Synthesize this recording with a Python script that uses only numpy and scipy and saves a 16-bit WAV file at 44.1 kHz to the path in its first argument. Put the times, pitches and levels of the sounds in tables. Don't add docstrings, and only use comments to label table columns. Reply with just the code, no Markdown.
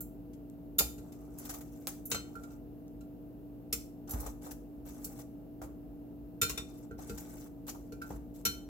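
import sys
import numpy as np
from scipy import signal
from scipy.fft import rfft, irfft, next_fast_len
from scipy.io import wavfile
from scipy.ndimage import uniform_filter1d

SR = 44100
rng = np.random.default_rng(int(sys.argv[2]) if len(sys.argv) > 2 else 0)


def int16_out(signal):
    q = np.round(np.clip(np.atleast_2d(signal).T, -1, 1) * 32767)
    wavfile.write(sys.argv[1], SR, q.astype(np.int16))


N = 383209
CUTOFF_HZ = 15850
RING_SAMPLES = 24576
TIME = np.arange(N) / SR
AGE = np.arange(RING_SAMPLES) / SR

# f/Hz, t60/s, left-right/dB, relative level/dB struck at place 0, 1, 2, 3
GLASS = [(1378, .21, -7, -8, 1.5, 3, -.5), (1520, .14, 0, -17, -9, -1, -1),
         (1892, .12, 0, -9, -13, -7, -10), (2255, .13, 0, -14, -9, -13, -7),
         (2397, .22, 0, -5, -3, -10, -11), (2652, .17, 1, -12, -3, -8, -20),
         (3064, .3, 0, -15, -10, -16, -1), (3612, .15, 5, 11, 3, -3, -10), (3985, .14, 0, -9, -11, -11, -9),
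         (4170, .22, 0, -10, -12, -4, -4), (4201, .27, 4, -13, -13, -7, 3),
         (4474, .18, 0, -7, -20, -22, -22), (4780, .17, 0, -6, -7, -20, -25),
         (5100, .13, 2, -4, 1, -15, -13), (5286, .2, 2, -10, -7, -11, -9), (5675, .16, 2, -8, -8, -25, -5),
         (6170, .16, 3, -9, -6, -4, -5), (6990, .15, 0, -15, -5, -10, -20), (7300, .15, 3, 0, -8, 1, -6),
         (7625, .15, 3, -5, -5, 0, -6), (7800, .2, 2, -1, -1, -9, -12), (8300, .15, 0, -8, -10, -13, -4)]
# f/Hz, t60/s, relative level/dB held loosely, held tightly
STEEL = [(6090, .25, -23, -11), (7020, .17, -15, -11), (7370, .17, -11, -20), (7560, .23, -14, -30),
         (8594, .11, -4, -13), (10280, .15, -11, -13), (11460, .11, -8, 3), (11594, .11, -4, -10),
         (12260, .12, -7, -11), (12662, .12, -2.5, -11), (13070, .13, -11, -13), (13150, .11, -6, -9),
         (14080, .11, -9, -6), (14647, .12, -5, -12), (14770, .1, -8, -6), (15430, .1, -11, -22)]
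# f/Hz, relative density/(dB per Hz)
SMACK = [(760, -10), (1300, -4.5), (2730, -13), (3130, -13), (5160, -10.5), (6170, -3.5), (6710, -4),
         (7140, -2), (8800, -8.5), (11400, -2.5), (15800, -2.5)]


def from_db(db):
    return 10 ** (np.asarray(db) / 20)


def rms_one(x):
    return x / np.sqrt(np.mean(x ** 2) + 1e-20)


def pan(db):
    return from_db(np.array([[db], [-db]]) / 2)


def at_hz(points, hz):
    table_hz, table_db = np.transpose(points)
    return np.interp(np.log(hz + 1), np.log(table_hz), table_db)


def fade(t60_s):
    return from_db(-60 * AGE / max(t60_s, .001))


def swell(rise_s):
    return 1 - np.exp(-AGE / max(rise_s, 1e-5))


def add(out, s, sound):
    start = max(round(s * SR), 0)
    out[:, start:start + sound.shape[1]] += sound[:, :N - start]


def drift(knots_per_s):
    knots = rng.standard_normal(2000)
    return rms_one(np.interp(TIME * knots_per_s, np.arange(len(knots)), knots))


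def smooth_noise(size, width):
    return rms_one(uniform_filter1d(rng.standard_normal(size), size=width))


def noise(spectrum, size, tilt_db=0):
    # f/Hz, left-right correlation
    likeness = [(55, 1), (130, .7), (280, 0.94), (600, 0.29), (1500, 0.021), (6000, 0.035), (14000, 0.087)]
    padded = next_fast_len(size, True)
    hz = np.fft.rfftfreq(padded, 1 / SR)
    mid, side = rfft(rng.standard_normal((2, padded)))
    alike = np.clip(at_hz(likeness, hz), -1, 1)
    gain = from_db(at_hz(spectrum, hz) + tilt_db * np.log2(hz + 1)) * (hz < CUTOFF_HZ)
    gain = gain / (1 + (hz / (2 * spectrum[-1][0])) ** 4)
    ears = np.sqrt(1 + alike) * mid + np.sqrt(1 - alike) * side * [[1], [-1]]
    return rms_one(irfft(gain * ears)[:, :size])


def mode_shapes(hz, t60_s):
    turn = 2 * np.pi * np.outer(hz, AGE)
    decay = np.array([fade(t) for t in t60_s])
    return np.vstack([decay * np.sin(turn), decay * np.cos(turn)])


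def ring(shapes, level_db, side_db, spread_rad):
    common, leader = rng.uniform(-1, 1, (2, len(level_db)))
    ears = np.array([[.5], [-.5]])
    phase = np.pi * common + spread_rad * np.sign(leader) * ears
    gain = from_db(level_db + side_db * ears)
    return np.hstack([gain * np.cos(phase), gain * np.sin(phase)]) @ shapes


def fan(waver_db, wander_hz):
    # f/Hz, level/dB, left-right/dB
    hum = [(120.7, -58, 6), (176.3, -62.5, 18.5), (240.3, -59, 8), (292.9, -47, -1.8), (476, -66, 6),
           (644.8, -65, 1)]
    # f/Hz, relative density/(dB per Hz)
    air = [(20, -46.5), (34, -22), (48, 2), (62, -5.5), (95, -16), (150, -10.5), (210, -11), (280, -9.5),
           (350, -12), (450, -15.5), (550, -20.5), (750, -22.5), (1050, -36), (2500, -49.5)]
    air_db = -51.5
    out = from_db(air_db) * noise(air, N) * pan(0.61)
    ear_phase = np.array([[.25], [-.25]])
    for hz, db, side_db in hum:
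        phase = 2 * np.pi * np.cumsum(hz + wander_hz * drift(7)) / SR
        level = from_db(db + waver_db * drift(22))
        out += level * np.sin(phase + ear_phase) * pan(side_db)
    return out


def clash(tilt_db, chatter_db, ripple_db):
    # f/Hz, relative density/(dB per Hz)
    thicket = [(300, -4.5), (750, -5.5), (1250, 2), (1720, -9), (2000, -3), (2700, 3), (3350, -7.5),
               (3900, -0.5), (4600, -4.5), (5300, -1.5), (7500, 0.5), (9150, -10), (10000, -4.5),
               (15600, -9.5)]
    chatter = from_db(chatter_db * fade(.4) * smooth_noise(RING_SAMPLES, 40))
    spectrum = rfft(noise(thicket, RING_SAMPLES, tilt_db))
    peaks = from_db(ripple_db * smooth_noise(spectrum.shape[1], 70))
    decay = fade(0.081) + from_db(-18.5) * fade(0.17)
    return rms_one(irfft(spectrum * peaks)) * chatter * swell(.0014) * decay


def steel(shapes, grip, chance_db):
    _, _, loose_db, tight_db = np.transpose(STEEL)
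    level_db = loose_db + (tight_db - loose_db) * np.clip(grip, 0, 1)
    level_db = level_db + chance_db * rng.standard_normal(len(STEEL))
    return ring(shapes, level_db, side_db=-3.0, spread_rad=0.98) * swell(0.0015)


def glass(shapes, cut_hz, place, chance_db):
    hz, _, side_db = np.transpose(GLASS)[:3]
    level_db = np.array([np.interp(place, np.arange(4), mode[3:]) for mode in GLASS])
    cushion_db = -10 * np.log10(1 + (hz / cut_hz) ** 6)
    level_db = level_db + cushion_db + chance_db * rng.standard_normal(len(hz))
    damping = from_db(-3) + from_db(-9) * fade(0.55)
    buzz = from_db(2 * fade(0.92) * smooth_noise(RING_SAMPLES, 150))
    return ring(shapes, level_db, side_db, spread_rad=1.7) * swell(0.0026) * damping * buzz


def tongs():
    # f/Hz, relative level/dB, t60/s
    table_modes = [(63.8, -9, 0.81), (88.8, -1, 0.2), (137.6, -5.5, 0.18), (165.6, -4.5, 0.098),
                   (205, -2.5, 0.24), (378, -1, 0.024), (419, 0, 0.1), (462.4, -2, 0.24)]
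    # t/s, clash/dB, clash tilt/(dB per octave), steel ring/dB, grip 0 loose-1 tight
    clicks = [(.005, -38, 18.5, -46.5, 0.03), (0.7836, -33, 5, -25.5, .15), (1.384, -44, 14, -48.5, 0.8),
              (2.054, -42.5, 16, -41.5, 0.44), (2.1, -38, 20, -61, 0.63), (3.726, -25.5, 5, -35, 0.6),
              (4.093, -46.5, 9, -47, 1), (4.107, -36, 13, -44.5, 1), (4.201, -39.5, 13, -59, .6),
              (5.0437, -34.5, 11, -60.5, 0.1), (7.692, -40.5, 4, -62, .5)]
    # t/s, glass ring/dB, tick/dB, knock/dB
    touches = [(.332, -81, -62, -78.5), (0.98, -62, -55.5, -50), (1.121, -100, -55.5, -60),
               (2.353, -48.5, -58, -48.5), (2.434, -53.5, -55.5, -64), (2.504, -60.5, -63, -64.5),
               (3.008, -67, -61, -71), (6.909, -50, -65.5, -42.5), (7.095, -53, -45, -36),
               (7.921, -47.5, -53, -43.5), (8.016, -40, -49, -53.5)]
    # t/s, clash/dB, clash tilt/(dB per octave),
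    # steel ring/dB, grip 0-1, glass ring/dB, place 0-3 (clamped), second arm lag/s, left-right/dB
    strikes = [(0.7865, -23, 6, -27, 0.13, -34, 0.5, 0.0052, 0),
               (2.114, -28, -0.5, -45, 0.22, -37.5, 2.5, .03, 1),
               (6.414, -24.5, 7, -38.5, 0.36, -34, 1.5, .015, -0.5),
               (6.494, -32, 3, -61, .5, -56, 2, 0.0048, 2),
               (6.575, -35, 0, -70, .5, -51.5, -2.5, 0.0068, 3.5),
               (8.4512, -27, 4, -35, 0.61, -39, 3, .007, 2.5)]
    click_knock_db, click_glass_db = -17, -32
    touch_cut_hz, touch_place = 1250, 2.15
    tick_tilt_db_per_oct, tick_ring_db = 2, -15
    bare_cut_hz, strike_knock_db = 9800, -11.5
    second_arm_db, second_arm_tilt_db_per_oct = -5, -3

    out = np.zeros((2, N))
    table_hz, table_db, table_t60_s = np.transpose(table_modes)
    dish = mode_shapes(*np.transpose(GLASS)[:2])
    arms = mode_shapes(*np.transpose(STEEL)[:2])
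    table = mode_shapes(table_hz, table_t60_s)

    def metal(clash_db, tilt_db, steel_db, grip):
        tip = from_db(clash_db) * clash(tilt_db, chatter_db=-1.5, ripple_db=4.0)
        return tip + from_db(steel_db) * steel(arms, grip, chance_db=4.5)

    def body(glass_db, cut_hz, place, knock_db):
        knock = swell(0.0044) * ring(table, table_db, side_db=-0.5, spread_rad=0.47)
        return from_db(glass_db) * glass(dish, cut_hz, place, chance_db=-4.5) + from_db(knock_db) * knock

    for s, clash_db, tilt_db, steel_db, grip in clicks:
        carried = body(clash_db + click_glass_db, cut_hz=4300, place=1.9,
                       knock_db=clash_db + click_knock_db)
        add(out, s, metal(clash_db, tilt_db, steel_db, grip) * pan(-0.16) + carried)
    for s, glass_db, tick_db, knock_db in touches:
        tick = metal(tick_db, tick_tilt_db_per_oct, tick_db + tick_ring_db, grip=0)
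        add(out, s, tick * pan(2.8) + body(glass_db, touch_cut_hz, touch_place, knock_db))
    for s, clash_db, tilt_db, steel_db, grip, glass_db, place, lag_s, side_db in strikes:
        both_arms = [(0, 0, 0), (lag_s, second_arm_db, second_arm_tilt_db_per_oct)]
        for delay_s, arm_db, arm_tilt_db in both_arms:
            blow = metal(clash_db, tilt_db + arm_tilt_db, steel_db, grip) * pan(side_db)
            struck = body(glass_db, bare_cut_hz, place, clash_db + strike_knock_db)
            add(out, s + delay_s, from_db(arm_db) * (blow + struck))
    return out


def pops():
    # t/s, level/dB
    snaps = [(.4995, -48), (1.8712, -22), (2.8813, -53), (7.0364, -47), (7.444, -45)]
    out = np.zeros((2, N))
    for s, db in snaps:
        add(out, s, from_db(db) * noise(SMACK, RING_SAMPLES) * fade(0.0032))
    return out


def grains(low_hz, high_hz, per_s, cycles, spread_db, count):
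    out = np.zeros((2, N))
    for hz in np.geomspace(low_hz, high_hz, count):
        born = np.flatnonzero(rng.random(N) < per_s / count / SR)
        chance = rng.random((len(born), 3))
        sizes = from_db(spread_db * np.minimum(-np.log(1 - chance[:, 0]), 3.5))
        impulses = np.zeros((2, N))
        impulses[:, born] = sizes * (2 * chance[:, 1:].T - 1)
        impulses = impulses + 1e-12 * (TIME % .01)
        radius = from_db(-60 * hz / (cycles * SR))
        angle = 2 * np.pi * hz / SR
        resonator = [1, -2 * radius * np.cos(angle), radius * radius]
        out += np.sqrt(hz) * rms_one(signal.lfilter([1, 0, -1], resonator, impulses))
    return rms_one(out)


def coloured(x, spectrum):
    size = next_fast_len(N, True)
    gain = from_db(at_hz(spectrum, np.fft.rfftfreq(size, 1 / SR)))
    return rms_one(irfft(rfft(x, size) * gain, size)[:, :N])


def against_dish(x, t60_s):
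    hz = np.transpose(GLASS)[0]
    shapes = mode_shapes(hz, np.full(len(hz), t60_s))
    response = ring(shapes, np.zeros(len(hz)), side_db=3, spread_rad=1.4)
    return rms_one(signal.fftconvolve(x, response, axes=1)[:, :N])


def push(start_s, length_s):
    attack_s, release_s = 0.0041, 0.0076
    settle_db, settle_s = -27, 0.28
    attack = 1 - np.exp(-np.maximum(TIME - start_s, 0) / attack_s)
    after = np.maximum(TIME - start_s - length_s, 0)
    settling = from_db(settle_db) * np.exp(-after / settle_s)
    return attack * np.maximum(np.exp(-after / release_s), settling)


def bread():
    # t/s, splash/dB, gulp/dB, thump/dB
    plops = [(.804, -38, -34.5, -46.5), (4.1335, -43, -45.5, -35), (4.261, -41.5, -40.5, -46),
             (4.462, -52, -45, -53.5), (4.86, -68, -54, -49), (5.189, -53, -51, -50),
             (5.615, -48.5, -39, -45), (5.634, -52, -53, -43), (6.988, -61, -45, -45),
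             (7.746, -60, -45.5, -60.5), (8.102, -53, -42, -37.5)]
    # t/s, length/s, crackle/dB, slosh/dB
    pushes = [(.99, 0.38, -71, -66.5), (1.373, 0.22, -58, -59), (1.648, 0.36, -68.5, -73),
              (2.273, 0.29, -70, -66.5), (4.072, 0.23, -56.5, -53.5), (4.413, 0.11, -58, -58),
              (4.85, 0.37, -62.5, -65), (6.682, 0.17, -66, -69), (6.979, 0.494, -59.5, -63),
              (7.678, 0.025, -46, -49.5), (8.028, 0.14, -64, -64), (8.34, 0.072, -65.5, -71)]
    # t/s, smack/dB
    peels = [(1.452, -44), (1.492, -36), (1.537, -40.5), (1.607, -47), (1.871, -33), (4.509, -43.5),
             (4.886, -53), (7.175, -42.5), (7.666, -48)]
    # f/Hz, relative density/(dB per Hz)
    gulp_spectrum = [(100, -49), (300, -19.5), (520, -2.5), (640, -3.5), (850, 0), (1000, -11), (1250, -6),
                     (1700, -23.5), (2600, -27.5)]
    # f/Hz, relative density/(dB per Hz)
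    thump_spectrum = [(30, -20), (60, 12.5), (110, -11.5), (200, -12.5), (400, -14), (700, -21)]
    peel_gulp_db, peel_thump_db = -10.5, -24

    crackle, slosh, burst = np.zeros((3, 1, N))
    lows = np.zeros((2, N))
    for s, length_s, crackle_db, slosh_db in pushes:
        speed = push(s, length_s)
        crackle += from_db(crackle_db) * speed
        slosh += from_db(slosh_db) * speed
    full_peels = [(s, db, db + peel_gulp_db, db + peel_thump_db) for s, db in peels]
    for s, smack_db, gulp_db, thump_db in full_peels + list(plops):
        add(burst, s, from_db(smack_db) * (swell(0.0037) * fade(0.087))[None])
        gulp = noise(gulp_spectrum, RING_SAMPLES, tilt_db=0.28 * (smack_db - gulp_db))
        thump = noise(thump_spectrum, RING_SAMPLES)
        add(lows, s, from_db(gulp_db) * gulp * swell(0.0015) * fade(0.11))
        add(lows, s, from_db(thump_db) * thump * swell(0.0009) * fade(0.36))

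    fine = grains(1547, 15000, per_s=3200, cycles=24, spread_db=1.5, count=22)
    fine = coloured(fine, SMACK) * from_db(1.9 * drift(56))
    scrape = fine + from_db(-6) * against_dish(fine, t60_s=0.06)
    bubbles = grains(430, 2170, per_s=1100, cycles=8.4, spread_db=1.5, count=9)
    bubbles = coloured(bubbles, gulp_spectrum)
    spatter = from_db(-1.0) * noise(SMACK, N) + from_db(-2.0) * scrape
    return (crackle * scrape + burst * spatter) * pan(2.3) + slosh * bubbles + lows


def kitchen(x, gap_s):
    t60_s = 0.34
    onset = np.clip(AGE / gap_s - .5, 0, 1)
    tail = rng.standard_normal((2, RING_SAMPLES)) * fade(t60_s) * onset
    tail /= np.sqrt(np.sum(tail ** 2, axis=1, keepdims=True))
    return signal.fftconvolve(x, tail, axes=1)[:, :N]


def scene():
    # f/Hz, relative density/(dB per Hz)
    hiss = [(760, -40), (1300, -2), (1520, -9), (2020, -22.5), (2790, -4), (3190, -18), (9670, -14),
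            (14100, 0.5), (15800, -5.5)]
    hiss_db = -74
    background = fan(waver_db=0.57, wander_hz=1.5) + from_db(hiss_db) * noise(hiss, N)
    hard = tongs()
    wet = pops() + bread()
    room = kitchen(from_db(-11) * hard + from_db(-10.5) * wet, gap_s=0.007)
    return background + hard + wet + room


def record(dry):
    bass_cut = signal.butter(6, 41, "high", fs=SR, output="sos")
    top_cut = signal.ellip(12, .1, 80, CUTOFF_HZ, fs=SR, output="sos")
    return signal.sosfilt(top_cut, signal.sosfilt(bass_cut, dry))


dry = scene()
out = record(dry)
int16_out(out)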